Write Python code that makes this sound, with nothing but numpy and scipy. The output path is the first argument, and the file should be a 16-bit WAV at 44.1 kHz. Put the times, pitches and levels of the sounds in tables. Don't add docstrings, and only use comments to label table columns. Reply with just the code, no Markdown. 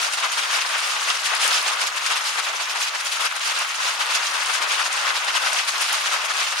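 import sys
import numpy as np
from scipy import signal
from scipy.fft import rfft, irfft, next_fast_len
from scipy.io import wavfile
from scipy.ndimage import uniform_filter1d, map_coordinates

SR = 44100
rng = np.random.default_rng(int(sys.argv[2]) if len(sys.argv) > 2 else 0)


def volts(x):
    e = np.asarray(x, float) / 20
    return 10 ** e


def master(y):
    cut = np.clip(np.atleast_2d(y).T, -1, 1)
    pcm = np.round(cut * 32767)
    wavfile.write(sys.argv[1], SR, pcm.astype(np.int16))


N = 291043


def unit(x):
    return x / np.sqrt(np.mean(x ** 2) + 1e-20)


def along(points, hz):
    point_hz, value = np.transpose(points)
    return np.interp(np.log(hz + 1), np.log(point_hz + 1), value)


def wobble(knots_per_s):
    knots = rng.standard_normal(int(N * knots_per_s / SR) + 4)
    return map_coordinates(knots, [np.arange(N) * knots_per_s / SR])


def filtered(x, response):
    size = next_fast_len(N + 8192)
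    spectrum = rfft(x, size) * response(np.fft.rfftfreq(size, 1 / SR))
    return irfft(spectrum, size)[..., :N]


def low_high(x, corner_hz):
    low = filtered(x, lambda hz: 1 / (1 + (hz / corner_hz) ** 2))
    return low, x - low


def runoff():
    power = np.zeros((2, 2, N))
    for middle_s, db, length_s, bright_db, pan_db in clumps():
        first = max(0, round((middle_s - .08) * SR))
        last = min(N, round((middle_s + .15) * SR))
        near = np.arange(first, last)
        u = (near / SR - middle_s) / max(length_s, .004)
        swell = np.exp(-np.where(u < 0, 3.2, 2.9) * u ** 2)
        part_db = bright_db * np.array([[-.5], [.5]])
        port_db = pan_db * np.array([[.7, -0.65]])
        gain = volts(db - 2.5 + part_db + port_db)
        power[:, :, near] += gain[..., None] ** 2 * swell
    spray = drops(patchy_db=2.0, grain_db=0.5, grains_per_s=610)
    bubbles = plinks(count=14000, centre_hz=3495, spread=0.715, cycles=4.84, size_db=3.5)
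    water = unit(spray + volts(-9.5) * bubbles)
    dull, bright = low_high(water, 3060)
    return np.sqrt(power[0]) * dull + np.sqrt(power[1]) * bright


# middle in seconds, level in dB, length in seconds, brightness in dB.
GUSHES = [(0.041, -25.5, 0.058, 9), (.247, -23, 0.038, -9), (.549, -20, 0.063, 0), (0.852, -24.5, .045, 0),
          (0.918, -30, 0.051, 18), (1.098, -21, 0.034, -1), (1.33, -26, 0.034, -15.5),
          (1.451, -20, .051, 6.5), (1.551, -21, 0.07, 9.5), (1.681, -21.5, 0.037, 5.5),
          (1.823, -21.5, .037, 1), (2.272, -27.5, 0.042, 15.5), (2.49, -26.5, .037, -6),
          (2.825, -27, 0.043, 17), (2.954, -26, 0.024, -9), (3.473, -23.5, 0.059, 6),
          (3.578, -26.5, 0.046, 2), (3.862, -22, 0.087, 1.5), (4.348, -24, 0.022, 0), (4.55, -24, 0.038, 9),
          (4.721, -22.5, 0.038, 2), (4.806, -22.5, .039, -1.5), (4.986, -26.5, 0.048, 4),
          (5.083, -23.5, 0.047, -9), (5.464, -23.5, 0.066, -3), (5.584, -22, 0.052, 1),
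          (5.758, -28, 0.037, -12.5), (5.935, -22, 0.06, -1.5), (6.138, -20.5, 0.036, 0),
          (6.405, -22.5, 0.066, 2)]
# middle in seconds, level in dB, brightness in dB.
SLAPS = [(.184, -25.5, 4), (.386, -21.5, -1), (.44, -24.5, -2), (.618, -24.5, 6), (.973, -27.5, -10),
         (1.735, -25, 2), (0.753, -27.5, -15), (2.116, -20.5, 1), (2.171, -25, 8), (2.391, -22.5, -9.5),
         (2.611, -25.5, -7), (2.763, -26.5, 0), (3.214, -21.5, 0), (3.257, -20.5, -2), (3.364, -27.5, -2),
         (3.513, -26.5, -1), (4.012, -22.5, -1), (4.113, -26, 5), (4.498, -24, 1), (4.628, -23.5, 0),
         (4.863, -24.5, 6), (5.171, -26, -2), (5.289, -22, -5), (5.363, -19.5, 2), (5.532, -24, 1),
         (5.819, -20.5, 3), (6.063, -24.5, 5), (6.308, -25, -4), (6.478, -25.5, 7), (6.527, -26, -4)]
# middle in seconds, level in dB.
SPITS = [(0.137, -25), (.333, -25.5), (.67, -32), (.707, -29), (.79, -28), (1.159, -27), (1.21, -35),
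         (1.263, -24), (1.41, -26), (1.875, -26), (1.97, -28.5), (2.04, -30), (2.067, -22.5),
         (2.215, -29.5), (2.56, -31), (2.708, -27.5), (2.881, -27.5), (3.006, -30), (3.068, -24),
         (3.127, -27.5), (3.16, -28), (3.62, -29), (3.76, -29), (4.153, -21), (4.29, -31), (4.432, -28.5),
         (4.93, -30), (5.688, -21.5), (5.86, -30), (6.254, -28)]


def clumps():
    slap_s, slap_at_db, longer_per_db = 0.023, -24, 0.04
    spit_s, spit_bright_db = 0.02, 9.5
    lean_db, scatter_pan_db = 0.33, 1.94
    rows = list(GUSHES)
    for s, db, bright_db in SLAPS:
        length_s = slap_s * np.exp(longer_per_db * (db - slap_at_db))
        rows.append((s, db, length_s, bright_db))
    for s, db in SPITS:
        rows.append((s, db, spit_s, spit_bright_db))
    pan_db = lean_db + scatter_pan_db * rng.standard_normal(len(rows))
    return np.column_stack([np.array(rows), pan_db])


# frequency in Hz, likeness from -1 to 1.
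LIKENESS = [(150, 0.22), (550, 0.79), (1000, 0.38), (1300, 0.21), (1600, -0.52), (2100, -0.13), (2800, .1),
            (5000, -0.0026)]


def drops(patchy_db, grain_db, grains_per_s):
    z = signal.stft(rng.standard_normal((2, N)), nperseg=256)[2]
    patches = uniform_filter1d(rng.standard_normal(z.shape[1:]), size=10, axis=0)
    patches = uniform_filter1d(patches, size=4, axis=1)
    pair = signal.istft(z * volts(patchy_db * unit(patches)), nperseg=256)[1][:, :N]
    pair = pair * volts(grain_db * wobble(grains_per_s))

    def mid_side(hz):
        turn = np.arccos(np.clip(along(LIKENESS, hz), -1, 1)) / 2
        return np.array([np.cos(turn), np.sin(turn)])

    mid, side = filtered(pair, mid_side)
    return unit(np.array([mid + side, mid - side]))


def plinks(count, centre_hz, spread, cycles, size_db):
    port_gap_m, sound_m_per_s = .14, 343
    draw, t = rng.random((count, 3)), np.arange(320) / SR
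    hz = centre_hz * np.exp(spread * rng.standard_normal((count, 1)))
    life = hz * t / cycles
    swell = life * np.exp(-3 * life)
    tone = np.sin(2 * np.pi * hz * t * (1 + 0.087 * life)) * swell * np.sqrt(hz)
    tone *= volts(-size_db * np.log(1.01 - draw[:, :1]))
    start = draw[:, 1:2] * N
    lag = port_gap_m / sound_m_per_s * SR * np.cos(np.pi * draw[:, 2:]) / 2

    def place(at):
        index = at.astype(int) + 20 + np.arange(len(t))
        return np.bincount(index.ravel(), tone.ravel(), N + 400)[20:N + 20]

    return unit(np.array([place(start + lag), place(start - lag)]))


# start in seconds, level in dB over the spray at that pitch, centre in Hz, left-right in dB.
STONES = [(.1359, 14, 8960, 3), (.3282, 9, 11370, -3), (.7803, 11, 10500, 5), (.8713, 15, 11370, 2),
          (1.102, 11, 4480, -15), (1.2577, 11, 11000, 3), (1.3496, 15, 9300, 8), (1.4761, 22, 13780, 10),
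          (1.4774, 21, 9650, -1), (1.544, 11, 8960, 6), (1.6253, 14, 11370, 5), (1.679, 11, 5860, 3),
          (1.8145, 15, 9990, 2), (1.8687, 14.5, 11710, 9), (2.0624, 17, 13780, -1), (2.394, 15, 11020, 3),
          (2.399, 9, 4480, 7), (3.0493, 16, 11370, -3), (3.2543, 16, 12000, 0), (3.3635, 12, 9500, 5),
          (3.5888, 14.5, 9650, 4), (4.1489, 15, 11000, 6), (4.158, 12, 7240, -3), (4.9287, 13, 8700, 6),
          (5.5313, 16, 9300, 6), (5.6532, 11, 12750, -4), (5.8117, 17, 10680, 5), (5.821, 18, 12400, 9),
          (5.9275, 22, 13090, 11), (6.07, 12, 8960, -11)]


def hail():
    crack_width_hz = 4500
    out, t = np.zeros((2, N + SR)), np.arange(1024) / SR
    f = np.fft.rfftfreq(len(t), 1 / SR)
    decay = volts(-60 * t / 0.0078) + 0.15 * volts(-60 * t / 0.047)
    shape = (1 - np.exp(-t / 0.00085)) * decay
    stones = [*STONES, *small_stones()]
    noise = rng.standard_normal((len(stones), 2, len(t)))
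    for (s, db, hz, pan_db), hiss in zip(stones, noise):
        band = np.exp(-2 * ((f - hz) / crack_width_hz) ** 2)
        burst = irfft(rfft(hiss) * band)
        crack = shape * burst / np.sqrt(np.mean(burst ** 2) / np.mean(band ** 2))
        gain = volts(db - 20.5 + pan_db * np.array([[.5], [-.5]]))
        out[:, round(s * SR):][:, :len(t)] += gain * crack
    return out[:, :N]


def small_stones():
    stones_per_s, low_hz, top_hz = 12, 4300, 14500
    least_db, spread_db, lean_db, pan_db = 5, 1.8, 5.5, 7
    when, size, pitch, side = rng.random((round(stones_per_s * N / SR), 4)).T
    db = least_db - spread_db * np.log(1.01 - size)
    hz = low_hz + (top_hz - low_hz) * pitch
    return list(zip(when * N / SR, db, hz, lean_db + pan_db * (2 * side - 1)))


# start in seconds, peak in dB.
THUDS = [(0.067, -31), (0.251, -26), (1.321, -22), (1.449, -16), (1.51, -23), (1.665, -24), (2.473, -29),
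         (3.063, -29), (3.412, -28), (5.529, -20.5), (6.142, -29), (6.389, -27)]


def thuds():
    out, t = np.zeros(N + SR), np.arange(SR // 20) / SR
    for (s, db), hz in zip(THUDS, rng.uniform(450, 670, len(THUDS))):
        envelope = volts(db - 5 - 60 * t / 0.046) * (1 - np.exp(-t / 0.0022))
        out[round(s * SR):][:len(t)] += envelope * np.sin(2 * np.pi * hz * t)
    return out[:N]


# time in seconds, level in dB, brightness in dB.
GUSTS = [(0, -27.5, -2), (1.0, -27, -1.5), (1.3, -25, 1.5), (1.6, -26, -8.5), (1.9, -28, -2),
         (2.3, -27, -3.5), (2.65, -29, -3), (3.3, -29.5, 2), (3.6, -26.5, -2), (3.75, -29.5, 1),
         (4.15, -24, -3), (4.4, -26, -2), (4.7, -26, -3), (5.3, -24.5, -3.5), (5.7, -29.5, 1.5),
         (6.01, -23.5, 0.5), (6.19, -27, -6), (6.6, -27, 2.5)]


def patter():
    gust_s, gust_db, gust_bright_db = np.transpose(GUSTS)
    t = np.arange(N) / SR
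    level_db = np.interp(t, gust_s, gust_db) + 0.46 * wobble(8)
    bright_db = np.interp(t, gust_s, gust_bright_db) + 1.64 * wobble(11)
    dull, bright = low_high(drops(patchy_db=1.9, grain_db=0.8, grains_per_s=600), 2250)
    bubbles = plinks(count=6000, centre_hz=2190, spread=0.513, cycles=6.1, size_db=1.5)
    dull = dull + volts(-16.5) * bubbles
    bright = bright * volts(2.23 * wobble(45))
    return volts(level_db - 2.0) * (dull * volts(-bright_db / 2) + bright * volts(bright_db / 2))


# frequency in Hz, level in dB against the near spray.
STREET = [(300, -4), (1500, 3), (4000, -4), (9000, -27), (13000, 6.5)]


def street():
    hiss = drops(patchy_db=3.0, grain_db=2.6, grains_per_s=300)
    return volts(-36) * filtered(hiss, lambda hz: volts(along(STREET, hz)))


def scene():
    return runoff() + hail() + thuds() + patter() + street()


# frequency in Hz, level in dB per Hz.
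LEFT_PORT = [(120, -56.5), (270, -31), (600, -9.5), (1100, -0.07), (1500, 0.9), (1900, -2), (2700, -2),
             (5600, -9.5), (6700, -8.5), (7800, -13.5), (9000, -10), (11000, -17), (12500, -27.5),
             (15600, -38)]
RIGHT_PORT = [(120, -75), (270, -31.5), (600, -18.5), (1200, -3.5), (1600, -3.0), (2200, -7), (2650, -3.5),
              (4100, -6), (5000, -5), (6800, -9), (8000, -18), (10000, -25), (12000, -31), (15600, -32.5)]


def ports(hz):
    top_hz, case_hz, case_width_hz, case_db = 15750, 2660, 120, 1
    gain = volts(np.array([along(LEFT_PORT, hz), along(RIGHT_PORT, hz)]))
    case = volts(case_db / (1 + (2 * (hz - case_hz) / case_width_hz) ** 2))
    gain = gain * (hz < top_hz) * case
    return 1.473 * gain / np.sqrt(np.mean(gain ** 2))


def widener(hz):
    echo_s, low_hz, top_hz = .002, 450, 14500
    highpass = 1j * hz / (low_hz + 1j * hz)
    band = highpass / (1 - (hz / top_hz) ** 2 + 1j * hz / top_hz)
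    return .68 * (1 + .51 * band * np.exp(-2j * np.pi * hz * echo_s))


def low_rumble():
    noise = rng.standard_normal((2, N))
    low = filtered(noise, lambda hz: 1 / (1 + (hz / 120) ** 2))
    return volts(-65.5 + 4 * wobble(9)) * low


def top_cut(x):
    return signal.sosfilt(signal.butter(12, 15710, fs=SR, output="sos"), x)


def record(dry):
    left, right = filtered(dry, ports)
    mid = (left + right) / 2
    side = filtered((left - right) / 2, widener)
    mix = np.array([mid + side, mid - side]) + low_rumble()
    return top_cut(mix)


dry = scene()
out = record(dry)
master(out)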